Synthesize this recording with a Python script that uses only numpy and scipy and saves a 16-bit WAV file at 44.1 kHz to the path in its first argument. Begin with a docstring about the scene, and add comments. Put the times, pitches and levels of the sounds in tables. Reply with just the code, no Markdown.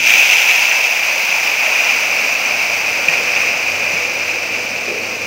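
"""A kitchen, with the microphone close to a pan of hot oil as watery spice paste is poured in.
The water boils off in thousands of tiny steam bursts that hiss loudly, then thin out as the oil cools.
A few drops spit and ping. Under the hiss, small bubbles simmer lower and lower in pitch,
and thick pockets of steam plop through the paste. An appliance hums in the background."""
import sys
import numpy as np
from scipy import signal
from scipy.fft import rfft, irfft
from scipy.io import wavfile

SR = 44100
rng = np.random.default_rng(int(sys.argv[2]) if len(sys.argv) > 2 else 0)


def store_pcm(level_fs):
    """Save levels as 16-bit WAV."""
    pcm = np.round(np.clip(level_fs, -1, 1) * 32767).astype(np.int16)
    wavfile.write(sys.argv[1], SR, np.atleast_2d(pcm).T)


N = 232230
TIME = np.arange(N) / SR

# The appliance in the background. Each row: pitch in Hz, rms level in dB before the swell.
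HUM_LINES = [(100, -54), (199, -58.5), (248, -54), (350, -57.5), (499, -48)]
# The hum dips, then swells. Each row: time in seconds, gain in dB.
HUM_SWELL = [(0, 0), (1.3, -10), (2.45, 2), (2.8, 3.5), (5.27, 7)]
# Big steam pockets. Each row: start in seconds, level in dB, pitch in Hz, seconds to fall 60 dB.
PLOPS = [(2.91, -36, 88, 0.13), (3.085, -27.5, 156, 0.15), (3.935, -25.5, 179, 0.11),
         (4.883, -11, 435, .03), (4.888, -25, 347, 0.25)]
# Chains of bubbles. Each row: start and length in seconds, opening level in dB, middle pitch in Hz.
GURGLES = [(1.628, .1, -19, 640), (4.905, .11, -16.5, 472)]
# Droplets that ping above the hiss. Each row: start in seconds, level in dB, pitch in Hz.
PINGS = [(0.075, -4, 5740), (0.694, -7, 5950), (1.846, -9, 5800), (4.777, -19, 4970)]
# Drops that spit. Each row: start in seconds, level in dB.
SPITS = [(0.067, -1), (0.185, -8.5), (0.493, -6), (0.51, -2), (0.556, -6), (0.7136, -3), (0.8919, -8),
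         (1.0336, -7), (1.666, -5), (1.745, -8), (1.8924, -4.5), (3.0841, 1.5), (3.3641, -7)]
# The ring of a spit. Each row: pitch in Hz, relative level in dB, seconds to fall 60 dB.
SPIT_MODES = [(2432, 0.5, 0.019), (2690, 6, 0.0092), (1868, -27, 0.24), (6070, -17, 0.0045),
              (7400, -32, 0.0039)]
# Spectra of the deep burble and the four frying layers. Each row: frequency in Hz, relative level in dB.
BURBLE_COLOUR = [(20, -35), (45, -8), (80, -7.5), (140, 3), (250, 6.5), (340, 7.5), (480, -27), (700, 4.5),
                 (2000, -37)]
SIZZLE_COLOUR = [(40, -66), (200, -35), (500, -27.5), (1150, -15.5), (1400, -14.5), (1850, -14),
                 (2200, -4.5), (2420, 1.5), (2620, -1), (2900, -11), (3300, -22.5), (3900, -26.5),
                 (6000, -44), (10000, -51.5)]
SPUTTER_COLOUR = [(100, -72), (2500, -14), (3800, -7.5), (4300, -4.5), (4950, 1.5), (5450, -1.5),
                  (6050, 1.5), (6700, -8), (7200, -9.5), (7800, -15), (8800, -17), (9800, -22.5),
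                  (16000, -44)]
FIZZ_COLOUR = [(5000, -35), (9000, -11), (10000, -10), (10400, -7.5), (10900, -8.5), (11400, -4.5),
               (12100, -7.5), (12900, -6), (13600, .5), (14500, -2), (15500, 0)]
SPLASH_COLOUR = [(100, -59), (400, -14.5), (900, -26), (1400, -13), (1850, -13), (2300, 10), (2650, 15),
                 (2950, 4), (3250, 3.5), (4200, -7.5), (5400, -8.5), (6100, 0), (7300, -11.5), (16000, -60)]
# Hollows in the hiss. Each row: centre and width in Hz, share missing at first, filling time in seconds.
HOLLOWS = [(1170, 370, 0.72, 1.27), (4390, 1080, 0.24, 2.6)]
# How fiercely the water boils off. Each row: time in seconds, level in dB.
BOIL = [(0.0, -18.5), (0.07, -11), (0.55, -12.0), (0.95, -16), (1.45, -15.5), (1.83, -13), (2.1, -15.5),
        (2.85, -17), (3.12, -16), (3.5, -16), (3.6, -18), (3.97, -17.5), (4.1, -19.5), (4.75, -22),
        (5.0, -23), (5.27, -24)]
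# Flare-ups as paste slides onto hotter oil. Each row: middle and half-length in seconds, boost in dB.
FLARES = [(3.135, 0.013, 4.5), (3.377, 0.019, 1.5), (4.278, 0.027, 1.5), (4.554, 0.022, 2.5),
          (4.774, .03, 1.5)]
# How the layers follow the boil. Each row: level at full boil in fresh oil in dB, dB per dB of boil,
# change in dB per second as the oil cools, extra dB during the pour.
BUBBLES = (-25.5, 0.36, -0.5, -0.5)
SIZZLE = (-11.5, 0.8161, -0.1, 0)
SPUTTER = (-22, 0.5, -0.54, 0.5)
FIZZ = (-28.5, 0.29, -2, 2)
SPLASH = (-15, 0.6, -6, 3.5)


def gain_of(db):
    """Decibels to amplitude."""
    return 10 ** (np.asarray(db) / 20)


def unit_rms(x):
    """Scales to rms 1."""
    return x / np.sqrt(np.mean(x ** 2) + 1e-20)


def curve(rows):
    """Reads a time table at every sample."""
    return np.interp(TIME, *np.transpose(rows))


def add(mix, start_s, sound):
    """Mixes a sound in at its start time."""
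    part = mix[max(round(start_s * SR), 0):][:len(sound)]
    part += sound[:len(part)]


def coloured(x, colour, size=4096):
    """Causal filter with the given spectrum, so that each click rings after it lands."""
    hz, db = np.transpose(colour)
    bin_hz = abs(np.fft.fftfreq(size, 1 / SR))
    log_gain = np.log(gain_of(np.interp(np.log(bin_hz + 1), np.log(hz), db)))
    ring = np.fft.ifft(np.exp(np.conj(signal.hilbert(log_gain)))).real  # minimum phase
    return signal.oaconvolve(x, ring[:size // 2])[:len(x)]


def wander(slow_hz, fast_hz):
    """Random drift of rms 1 with about equal power in each octave between two rates."""
    hz = np.fft.rfftfreq(N, 1 / SR)
    shape = hz / (hz ** 2 + slow_hz ** 2) ** (3 / 4) / (1 + (hz / fast_hz) ** 4)
    return unit_rms(irfft(rfft(rng.standard_normal(N)) * shape, N))


def appliance_hum(waver_db=2.2, drift_turns=0.11):
    """Faint low tones behind the pan, each wavering in level and phase."""
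    out = np.zeros(N)
    for hz, db in HUM_LINES:
        level = gain_of(db + waver_db * wander(0.43, 10))
        turns = hz * TIME + drift_turns * wander(0.54, 5.7)
        out += level * np.sin(2 * np.pi * turns)
    return np.sqrt(2) * out * gain_of(curve(HUM_SWELL))


def boil_gain(layer, full_boil_db=-10.5, pour_rise_s=0.062, pour_until_s=0.47, trail_s=0.3):
    """A layer rises and falls with the boil, changes during the pour and fades as the oil cools."""
    full_db, response, cooling_db_per_s, pour_db = layer
    flares_db = sum(db * np.exp(-((TIME - middle_s) / half_s) ** 2) for middle_s, half_s, db in FLARES)
    boil_db = curve(BOIL) - full_boil_db + flares_db
    pouring = np.clip(np.minimum(TIME / pour_rise_s, 1 - (TIME - pour_until_s) / trail_s), 0, 1)
    return gain_of(full_db + response * boil_db + cooling_db_per_s * TIME + pour_db * pouring)


def burble(landing_db=-39, hold_s=0.1, t60=0.83, warm_db=-39.5, cold_db=-16.5, warming_s=1.1):
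    """Thick paste lands with a soft thud, lies quiet while cold, then burbles as it warms through."""
    landing = gain_of(landing_db - 60 * np.maximum(TIME - hold_s, 0) / t60)
    warming = gain_of(warm_db + cold_db * np.exp(-TIME / warming_s))
    return unit_rms(coloured(rng.standard_normal(N), BURBLE_COLOUR)) * np.hypot(landing, warming)


def simmer(count=9000, first_hz=849.4, sag_hz_per_s=52.3, spread_octaves=0.35, cycles=7.7, rise=0.026):
    """Each small bubble rings briefly, gliding up; as the paste heats they grow and start lower."""
    out = np.zeros(N)
    middle_hz = first_hz - sag_hz_per_s * TIME
    starts = rng.integers(0, N, count)
    for at, octaves, strength in zip(starts, rng.standard_normal(count), rng.exponential(1, count)):
        hz = middle_hz[at] * 2 ** (spread_octaves * octaves)
        age = np.arange(1500) * hz / SR / cycles  # in decay times
        ring = np.sin(2 * np.pi * cycles * age * (1 + rise * age)) * np.exp(-age)
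        add(out, at / SR, ring * gain_of(0.46 * min(strength, 4)) * (-1) ** at)
    # bubbles this small radiate almost no bass
    bubbles = signal.sosfilt(signal.butter(3, 380, "high", fs=SR, output="sos"), out)
    pooled = np.clip((TIME - 0.1) / 0.044, 0, 1)  # 3 dB quieter until the paste has pooled
    return unit_rms(bubbles) * boil_gain(BUBBLES) * gain_of(-3 * (1 - pooled))


def plop(db, hz, t60, swell_cycles=0.48):
    """A pocket in the paste rings at one low pitch as it opens."""
    t = np.arange(SR // 2) / SR
    swell = 1 - np.exp(-hz * t / swell_cycles)
    return gain_of(db - 60 * t / t60) * np.sin(2 * np.pi * hz * t) * swell


def steam_pockets(per_chain=8, spread_octaves=0.22, fade_db=-7):
    """Big pockets plop singly; smaller ones gurgle up in quick, uneven, fading chains."""
    out = np.zeros(N)
    for start_s, db, hz, t60 in PLOPS:
        add(out, start_s, plop(db, hz, t60))
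    for start_s, length_s, db, hz in GURGLES:
        places = (np.arange(per_chain) + rng.random(per_chain)) / per_chain
        for place, octaves in zip(places, rng.normal(0, spread_octaves, per_chain)):
            add(out, start_s + length_s * place, plop(db + fade_db * place, hz * 2 ** octaves, t60=0.065))
    return out


def ping(hz, decay_cycles=9):
    """A tiny bubble rings for a few cycles."""
    turns = np.arange(1024) * hz / SR
    return np.sin(2 * np.pi * turns) * np.exp(-turns / decay_cycles) * (1 - np.exp(-turns))


def droplets():
    """A few droplets ping singly above the hiss."""
    out = np.zeros(N)
    for start_s, db, hz in PINGS:
        add(out, start_s, gain_of(db) * ping(hz))
    return out


def spits(swell_s=0.0017, detune=0.0107, crack_gain=0.33, crack_s=0.0023):
    """A drop flashes to steam: a tiny crack, then a tick that swells over a few cycles and dies fast."""
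    out, t = np.zeros(N), np.arange(SR // 5) / SR
    for start_s, db in SPITS:
        ring = sum(gain_of(mode_db - 60 * t / t60) * np.sin(2 * np.pi * hz * rng.normal(1, detune) * t)
                   for hz, mode_db, t60 in SPIT_MODES)
        tick = ring * (1 - np.exp(-(t / swell_s) ** 2))
        crack = coloured(rng.standard_normal(len(t)) * np.exp(-t / crack_s), SPLASH_COLOUR)
        spit = tick / abs(tick).max() + crack_gain * crack / abs(crack).max()
        add(out, start_s, gain_of(db) * spit)
    return out


def bursts(per_s, spread_db):
    """Steam bursts as random clicks of rms 1; the wider the spread, the more a few stand out."""
    fires = rng.random(N) < per_s / SR
    strength = gain_of(spread_db * np.minimum(rng.exponential(1, N), 5))
    sign = rng.choice([-1, 1], N)
    return unit_rms(sign * strength * fires / np.sqrt(per_s))


def tinkle(low_hz, high_hz, spread_db, per_s=3000, sizes=32):
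    """Many tiny bubbles, each size ringing at its own pitch and at its own random moments."""
    out = np.zeros(N)
    for hz in np.linspace(low_hz, high_hz, sizes):
        ring = ping(hz * rng.normal(1, 0.0076))
        out += signal.oaconvolve(bursts(per_s / sizes, spread_db), ring / np.linalg.norm(ring))[:N]
    return unit_rms(out)


def hollowed(x):
    """Notches in the hiss fill in as the paste spreads."""
    for hz, width_hz, share, fill_s in HOLLOWS:
        carrier = np.exp(2j * np.pi * hz * TIME)
        pole = np.exp(-np.pi * width_hz / SR)
        # shift the band to 0 Hz, smooth it, shift it back
        band = 2 * (carrier * signal.lfilter([1 - pole], [1, -pole], x / carrier)).real
        x = x - share * np.exp(-TIME / fill_s) * band
    return x


def frying(first_per_s=16000, last_per_s=6000, flurry_db=0.56):
    """Steam bursts of three sizes thin out as the oil cools; a splash fades early. 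All share flurries."""
    per_s = np.geomspace(first_per_s, last_per_s, N)
    flurries = gain_of(flurry_db * wander(1.1, 170))
    large = bursts(per_s, spread_db=2.5) + 0.84 * rng.standard_normal(N)  # clicks over smooth steam
    small = bursts(per_s, spread_db=2.5) + 0.5 * rng.standard_normal(N)
    small += 0.37 * tinkle(3590, 8910, spread_db=3)
    finest = bursts(per_s, spread_db=0) + 0.28 * rng.standard_normal(N)
    finest += 0.8 * tinkle(8680, 15800, spread_db=0.5)
    spatter = bursts(per_s=4000, spread_db=4)
    sizzle = unit_rms(coloured(flurries * large, SIZZLE_COLOUR)) * boil_gain(SIZZLE)
    sputter = unit_rms(coloured(flurries * small, SPUTTER_COLOUR)) * boil_gain(SPUTTER)
    fizz = unit_rms(coloured(flurries * finest, FIZZ_COLOUR)) * boil_gain(FIZZ)
    fizz *= gain_of(-4 * np.maximum(1 - TIME / 0.08, 0))  # the fizz needs a moment to get going
    splash = unit_rms(coloured(flurries * spatter, SPLASH_COLOUR)) * boil_gain(SPLASH)
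    return sizzle + sputter + fizz + splash


def scene():
    """One microphone, with the pan close up and the appliance behind it."""
    pan = hollowed(frying() + simmer() + burble()) + spits() + droplets() + steam_pockets()
    return (pan + appliance_hum())[None]


def record(dry, edge_hz=15800):
    """The recorder clips the loudest peaks, then cuts the highest treble."""
    clipped = np.clip(dry, -1, 1)
    low_pass = signal.firwin(1023, edge_hz, window=("kaiser", 9), fs=SR)
    return signal.oaconvolve(clipped, low_pass[None], "same")


dry = scene()
out = record(dry)
store_pcm(out)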